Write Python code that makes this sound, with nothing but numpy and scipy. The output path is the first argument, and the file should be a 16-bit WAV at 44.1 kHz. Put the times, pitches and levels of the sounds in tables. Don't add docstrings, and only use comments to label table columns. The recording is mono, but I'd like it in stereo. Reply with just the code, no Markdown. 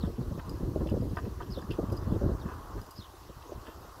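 import sys
import numpy as np
from scipy import signal
from scipy.io import wavfile
from scipy.ndimage import uniform_filter1d

SR = 44100
rng = np.random.default_rng(int(sys.argv[2]) if len(sys.argv) > 2 else 0)


def boost_factor(decibels):
    exponent = np.asarray(decibels, float) / 20
    return 10 ** exponent


def persist_wave(psi):
    counts = np.round(np.clip(psi, -1, 1) * 32767).astype(np.int16)
    wavfile.write(sys.argv[1], SR, np.atleast_2d(counts).T)


N = 176400


def evened(x):
    return x / np.sqrt(np.mean(x ** 2) + 1e-20)


def read(points, hz):
    f, value = np.transpose(points)
    return np.interp(np.log(hz + 1), np.log(f + 1), value)


def add(mix, s, sound):
    at = round(s * SR)
    sound = sound[..., max(-at, 0):]
    part = mix[..., max(at, 0):][..., :sound.shape[-1]]
    part += sound[..., :part.shape[-1]]


def steep(x, hz, kind):
    return signal.sosfilt(signal.butter(4, hz, kind, fs=SR, output="sos"), x)


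def resonate(x, hz, width):
    turn = np.exp(2j * np.pi * np.cumsum(hz * np.ones(len(x))) / SR)
    r = np.exp(-np.pi * width / SR)
    return 2 * (turn * signal.lfilter([1 - r], [1, -r], x / turn + 1e-18)).real


def ring(modes):
    t, soft_s = np.arange(4000) / SR, .0005
    sines = sum(boost_factor(db - 60 * t / t60) * np.sin(2 * np.pi * hz * t) for hz, db, t60 in modes)
    return (1 - np.exp(-t / soft_s)) * sines


def noise(size, colour, same=0, lead=0):
    frames, hz = N * 4 // size + 5, np.fft.rfftfreq(size, 1 / SR)
    a, b, c, d = rng.standard_normal((frames, len(hz), 4)).T
    left, other = a + 1j * b, c + 1j * d
    same = np.clip(same(hz), 0, 1)[:, None] if same else 0
    turn = np.exp(-1j * read(lead, hz))[:, None] if lead else 1
    z = np.array([left, same * left * turn + np.sqrt(1 - same ** 2) * other])
    z = z * boost_factor(colour(hz[:, None], np.arange(frames) * size / 4 / SR))
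    return evened(signal.istft(z, nperseg=size, noverlap=size * 3 // 4)[1][:, :N])


def drift(t, top_hz):
    f = np.geomspace(4, top_hz, num=40)[:, None]
    phase = rng.random((2, 40, 1))
    return evened((np.sin(2 * np.pi * (f * t + phase)) / f ** 0.46).sum(1))


def wind():
    # time in seconds, wind level in dB
    gust = [(0, -33.5), (.1, -32.5), (.35, -36), (.43, -37.5), (.55, -34.5), (.62, -31), (1.03, -30),
            (1.1, -33), (1.55, -36.5), (1.85, -33.5), (2.0, -33), (2.2, -28), (2.33, -30.5), (2.379, -33.5),
            (2.68, -41.5), (2.782, -33.5), (2.87, -46), (4, -41.5)]
    # frequency in Hz, density in dB per Hz
    wind_colour = [(15, -31), (30, 3), (52, 9), (100, 4.5), (190, -11), (350, -5), (730, -27),
                   (1000, -33.5), (1300, -52)]
    wind_db, lump_db, lump_hz = -1, 4, 40
    flick_db, flick_hz, bright = 4, 80, .35
    t = np.arange(N) / SR
    level = np.interp(t, *np.transpose(gust))
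    coarse = t[::64]
    lump = np.repeat(drift(coarse, lump_hz), 64, axis=1)[:, :N]
    flick = np.repeat(drift(coarse, flick_hz), 64, axis=1)[:, :N]
    raw = noise(4096, lambda hz, _: read(wind_colour, hz) - 60 * (hz > 1100))
    low = signal.sosfilt(signal.butter(2, 170, fs=SR, output="sos"), raw)
    swing = boost_factor(lump_db * uniform_filter1d(lump, size=128))
    swing = swing / np.sqrt(np.mean(swing ** 2))
    extra_db = flick_db * uniform_filter1d(flick, size=128) + bright * (level + 38.5)
    return boost_factor(level + wind_db) * swing * (low + (raw - low) * boost_factor(extra_db))


def patchy(hz, t):
    grain = rng.standard_normal((len(t), len(hz)))
    grain = uniform_filter1d(grain, size=12, axis=0)
    return evened(uniform_filter1d(grain, size=8, axis=1)).T


def air():
    # frequency in Hz, density in dB per Hz
    roar_colour = [(200, -45), (400, -7), (800, -5), (1100, 0.5), (1300, -6.5), (1700, -12.5), (2300, -25),
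                   (2700, -41)]
    # time in seconds, roar level in dB
    swell = [(0, -58), (0.498, -51.5), (1.1, -55.5), (2.0, -48.5), (2.65, -49), (3.1, -55), (4, -51)]
    # frequency in Hz, density in dB per Hz
    hiss_colour = [(880, -34), (1500, -3), (1670, -8), (1880, -3), (3450, -5.5), (5770, -6), (8660, -16),
                   (12700, -11), (16000, -16)]
    # frequency in Hz, left over right in dB
    hiss_pan = [(4000, -1.5), (8000, 11), (15000, 9)]
    # frequency in Hz, share of the hiss common to both ports (0 to 1)
    hiss_same = [(2000, .4), (8000, .1)]
    # frequency in Hz, phase between the ports in radians
    lead = [(1200, 0), (1900, 1.8), (3000, 1.4), (5000, 7.9)]
    roar_same, hiss_db, patch_db = 0.68, -57.5, 1.8
    sides = np.array([.5, -.5])[:, None, None]

    def roar_db(hz, t):
        return read(roar_colour, hz) - 60 * (hz > 2700) + patch_db * patchy(hz, t)

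    def hiss_spectrum_db(hz, t):
        tilt = sides * read(hiss_pan, hz)
        return read(hiss_colour, hz) - 40 * (hz < 1500) + tilt + patch_db * patchy(hz, t)

    roar = noise(1024, roar_db, lambda hz: roar_same * np.where(hz < 1500, 1, .5), lead)
    hiss = noise(512, hiss_spectrum_db, lambda hz: read(hiss_same, hz), lead)
    level = np.interp(np.arange(N) / SR, *np.transpose(swell))
    return boost_factor(level) * roar + boost_factor(hiss_db) * hiss


def whistle(hz, db, fade_db):
    width_hz, warble_hz, warble = 550, 48, .07
    u = np.linspace(0, 1, len(hz))
    beat = np.sin(2 * np.pi * warble_hz * np.arange(len(hz)) / SR)
    hz = hz * (1 + warble * beat)
    husk = rng.standard_normal(len(hz))
    for _ in range(2):
        husk = resonate(husk, hz, width_hz)
    tone = np.sqrt(2) * np.sin(2 * np.pi * np.cumsum(hz) / SR) + 1.1 * evened(husk)
    ends = np.clip(u / .12, 0, 1) * np.clip((1 - u) / .1, 0, 1)
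    return boost_factor(db + fade_db * u + 5 * beat) * ends * tone


def squeaks():
    # start in seconds, length in seconds, level in dB
    falling = [
        (-.036, .115, -51),
        (1.5, .115, -48.5),
        (2.957, .112, -48.5),
    ]
    # share of its length (0 to 1), frequency in Hz
    glide = [(0, 4300), (.1, 5100), (.3, 4750), (.42, 3900), (.6, 3500), (1, 3050)]
    # start in seconds, length in seconds, level in dB, first and last frequency in Hz
    peeps = [
        (2.09, .075, -66, 3150, 3550),
        (2.412, .02, -63, 3600, 3500),
    ]
    out = np.zeros(N)
    for s, length, db in falling:
        u = np.arange(0, 1, 1 / SR / length)
        add(out, s, whistle(np.interp(u, *np.transpose(glide)), db, -13))
    for s, length, db, from_hz, to_hz in peeps:
        add(out, s, whistle(np.linspace(from_hz, to_hz, round(length * SR)), db, 0))
    return out


def knocks():
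    # start in seconds, peak in dB, peg over board in dB, rattle in seconds, rise in seconds
    blows = [(.03, -39, -19, 0.028, 0.0041), (.374, -35.5, -10, 0.0085, 0.02),
             (.806, -36.5, -22, 0.013, 0.0025), (.8705, -45.5, 6, 0.0044, 0.00046),
             (.884, -43, 4, 0.0056, 0.0016), (.899, -47, 0.5, 0.014, 0.0025),
             (1.1705, -24.5, -15.5, 0.0034, 0.00018), (1.182, -29, -14, 0.013, 0.0008),
             (1.25, -45, -5.5, 0.0088, .002), (1.401, -31, -21, 0.0095, 0.0027),
             (1.417, -39, -7, 0.012, 0.0037), (1.59, -40, -14, 0.0032, 0.00083),
             (1.62, -40.5, -14, 0.0047, .001), (1.7065, -44.5, 11, 0.0081, 0.001),
             (1.718, -47, 6, 0.007, 0.0018), (1.732, -50.5, 7.5, 0.016, 0.0025),
             (1.862, -58, -7, .005, .001), (1.899, -47, -2, 0.0064, .0005), (2.446, -37, -13, 0.044, .03),
             (2.49, -40.5, -10, 0.028, 0.021), (2.772, -37.5, -17, 0.017, 0.0066),
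             (3.42, -53, 6, 0.0089, 0.00079), (3.65, -37, -7, 0.05, 0.0057), (3.9, -56, -17, 0.0067, .003)]
    # frequency in Hz, level in dB, 60 dB decay in seconds
    wood = [(450, -3, .015), (720, -1, .016), (1000, 0, .02), (1250, -1, .018), (1550, -5, .02),
            (1720, -9, .02)]
    # frequency in Hz, level in dB, 60 dB decay in seconds
    peg = [(2700, 0, .02), (3050, 2, .012), (3400, 0, .01), (3900, -3, .008), (4600, -2, .008),
           (5100, -1, .009), (6300, -8, .006), (7800, -9, .006)]
    rattle_per_s, knock_db = 700, 2

    def struck(taps, modes):
        modes = np.array(modes, float)
        modes[:, 0] *= rng.uniform(.95, 1.05, len(modes))
        sound = signal.fftconvolve(taps, ring(modes))
        return sound / abs(sound).max()

    out, t = np.zeros(N), np.arange(0, .09, 1 / SR)
    for s, db, bright_db, length, rise in blows:
        shape = np.exp(-(np.maximum(t - rise, 0) / length) ** 2) * np.minimum(t / abs(rise), 1)
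        hits = (rng.random(len(t)) < rattle_per_s / SR) + 0.045
        taps = rng.standard_normal(len(t)) * hits * shape
        taps[0] = np.exp(-abs(rise) / .002)
        add(out, s, boost_factor(db + knock_db) * (struck(taps, wood) + boost_factor(bright_db) * struck(taps, peg)))
    return out


def puffs():
    # start in seconds, peak in dB, rush in dB, left over right in dB
    main = [(0.032, -14, -22, 0), (0.181, -24, -19, 21.5), (0.209, -15.5, -21, 3.5),
            (0.31, -17.5, -17, -5.5), (0.6, -19.5, -23, 1), (0.628, -20, -18, 11),
            (0.732, -32.5, -30, -19), (0.757, -25.5, 4.5, 5), (0.806, -14.5, -9.5, 0.5),
            (0.914, -12, -11.5, 2.5), (0.964, -23.5, -7, 15), (0.999, -15, -44, 4.5),
            (1.269, -18.5, -16, 2), (1.372, -20, -39, 2), (1.573, -24, -3.5, 0), (1.69, -22, -10, 8),
            (1.785, -23.5, 3, 1), (1.828, -15.5, -16, 1), (2.073, -13.5, -21.5, 0), (2.118, -12, -22, 1),
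            (2.159, -28, -2, -9), (2.238, -16, -15, 11.5), (2.288, -16.5, -7.5, 2),
            (2.451, -18, -18.5, -5), (3.517, -45, 7, 21.5),
            (2.986, -25.5, -26, -2),
        (3.291, -38.5, -2, 4),
    ]
    # start in seconds, peak in dB, rush in dB, left over right
    # in dB
    extra = [(0.074, -19, -13.5, 4.5), (0.346, -23, -29, 4), (0.374, -21.5, -13.5, 0.5),
             (0.48, -24, -23, -9), (0.678, -19, -29, 0), (0.854, -19, -10.5, 3), (0.937, -16.5, -8.5, -3),
             (1.02, -20.5, -10.5, 11), (1.124, -16.5, -28, -1), (1.493, -20.5, -28, -5),
             (1.638, -25.5, -29, -6), (1.86, -28, -28, -3.5), (1.884, -19, -24, -11), (2.102, -26, -13, 13),
             (2.211, -18.5, -7.5, 0), (2.314, -13.5, -17.5, 2), (2.72, -38, -23, 4.0),
             (2.809, -34.5, -18, 10), (3.492, -37, -2, 9), (3.573, -35.5, -18, -19), (3.679, -33.5, -2, 2),
             (3.845, -45.5, -3, -12)]
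    puff_db, puff_s, thump_db = -3.5, 0.0057, -6.5
    out, t = np.zeros((2, N)), np.arange(3000) / SR
    shape = t / puff_s * np.exp(1 - t / puff_s)
    sides = np.array([[.5], [-.5]])

    def burst(band_hz):
        raw = steep(rng.standard_normal((2, 6000)), band_hz, "band")[:, 3000:]
        power = np.mean((shape * raw) ** 2, 1) / np.mean(shape ** 2)
        return raw / np.sqrt(power)[:, None]

    for s, db, rush_db, pan in [*main, *extra]:
        body = boost_factor(thump_db) * burst([45, 220]) + boost_factor(rush_db) * burst([240, 600])
        add(out, s, boost_factor(db + puff_db + sides * pan) * shape * body)
    return out


def ticks():
    # start in seconds, peak in dB, snap in dB
    catches = [(0.2774, -73, -2), (0.4946, -51.5, -14.5), (.5842, -67, -11), (0.8984, -59, -18),
               (1.0126, -63, -19), (1.098, -65, -22), (1.119, -71, -8), (1.1608, -60, -15),
               (1.5131, -59, -19), (1.5789, -71, -8), (1.6167, -60.5, -15), (1.7065, -61, -13),
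               (1.72, -62, -8), (1.7979, -72, -5), (1.9001, -66, -20), (1.922, -64, -3),
               (1.926, -60, -10.5), (1.968, -62, -8), (1.9743, -52.5, -31), (2.815, -58, -11),
               (2.833, -66, -9), (2.864, -67, -6), (2.9085, -59.5, -6.5), (2.9134, -62.5, -7)]
    # frequency in Hz, level in dB, 60 dB decay in seconds
    pivot = [(4960, 0, .018), (2950, -15, .012), (6900, -9, .01)]
    tick_db, snap_db, snap_t60 = 18, 11, .02
    small_per_s, small_db = 16, -55.5
    out, ping = np.zeros(N), ring(pivot)
    ping = ping / abs(ping).max()
    t = np.arange(len(ping)) / SR
    for s, db, top_db in catches:
        snap = steep(rng.standard_normal(len(t)) * boost_factor(-60 * t / snap_t60), [4500, 13000], "band")
        add(out, s, boost_factor(db + tick_db) * (ping + boost_factor(top_db + snap_db) * snap))
    extra = (rng.random(N) < small_per_s / SR) * boost_factor(small_db + rng.standard_normal(N))
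    return out + signal.oaconvolve(extra, ping)[:N]


def yard(x):
    yard_t60, yard_db, lag, shade_hz = .18, -13, 3, 5500
    t = np.arange(SR // 2) / SR
    echoes = rng.standard_normal((2, len(t))) * (rng.random((2, len(t))) < .05)
    tail = echoes * boost_factor(-60 * t / yard_t60) * (t > .004)
    wet = signal.fftconvolve(x[None], tail / np.linalg.norm(tail[0]), axes=1)[:, :N]
    right = signal.lfilter(*signal.butter(1, shade_hz, fs=SR), np.roll(x, lag - 1))
    return np.array([x, right]) + boost_factor(yard_db) * wet


def scene():
    spinner = squeaks() + knocks() + ticks()
    return wind() + air() + puffs() + yard(spinner)


def roll_off(x):
    return signal.sosfilt(signal.butter(12, 16440, fs=SR, output="sos"), x)


def record(dry):
    # port (0 left, 1 right), start in seconds, end in seconds
    lee = [(0, .41, .44), (0, 2.66, 2.7), (0, 2.85, 2.95), (0, 3.03, 3.28), (0, 3.32, 3.49), (0, 3.6, 3.84),
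           (0, 3.88, 3.95), (1, .13, .19)]
    low_cut_hz, edge_hz = 30, 15720
    dip_hz, dip_q, dip_share = 2300, 4, .55
    lee_hz, lee_db = 260, -30
    t, shut = np.arange(N) / SR, np.zeros((2, N))
    dry = signal.sosfilt(signal.butter(2, low_cut_hz, "high", fs=SR, output="sos"), dry)
    dry = dry - dip_share * signal.lfilter(*signal.iirpeak(dip_hz, dip_q, SR), dry)
    for port, start, end in lee:
        shut[int(port)] += (t > start) & (t < end)
    low = signal.oaconvolve(dry, signal.firwin(2047, lee_hz, fs=SR)[None], "same")
    calm = dry - (1 - boost_factor(lee_db)) * uniform_filter1d(shut, size=600) * low
    edge = signal.firwin(1023, edge_hz, window=("kaiser", 9), fs=SR)
    return roll_off(signal.oaconvolve(calm, edge[None], "same"))


dry = scene()
out = record(dry)
persist_wave(out)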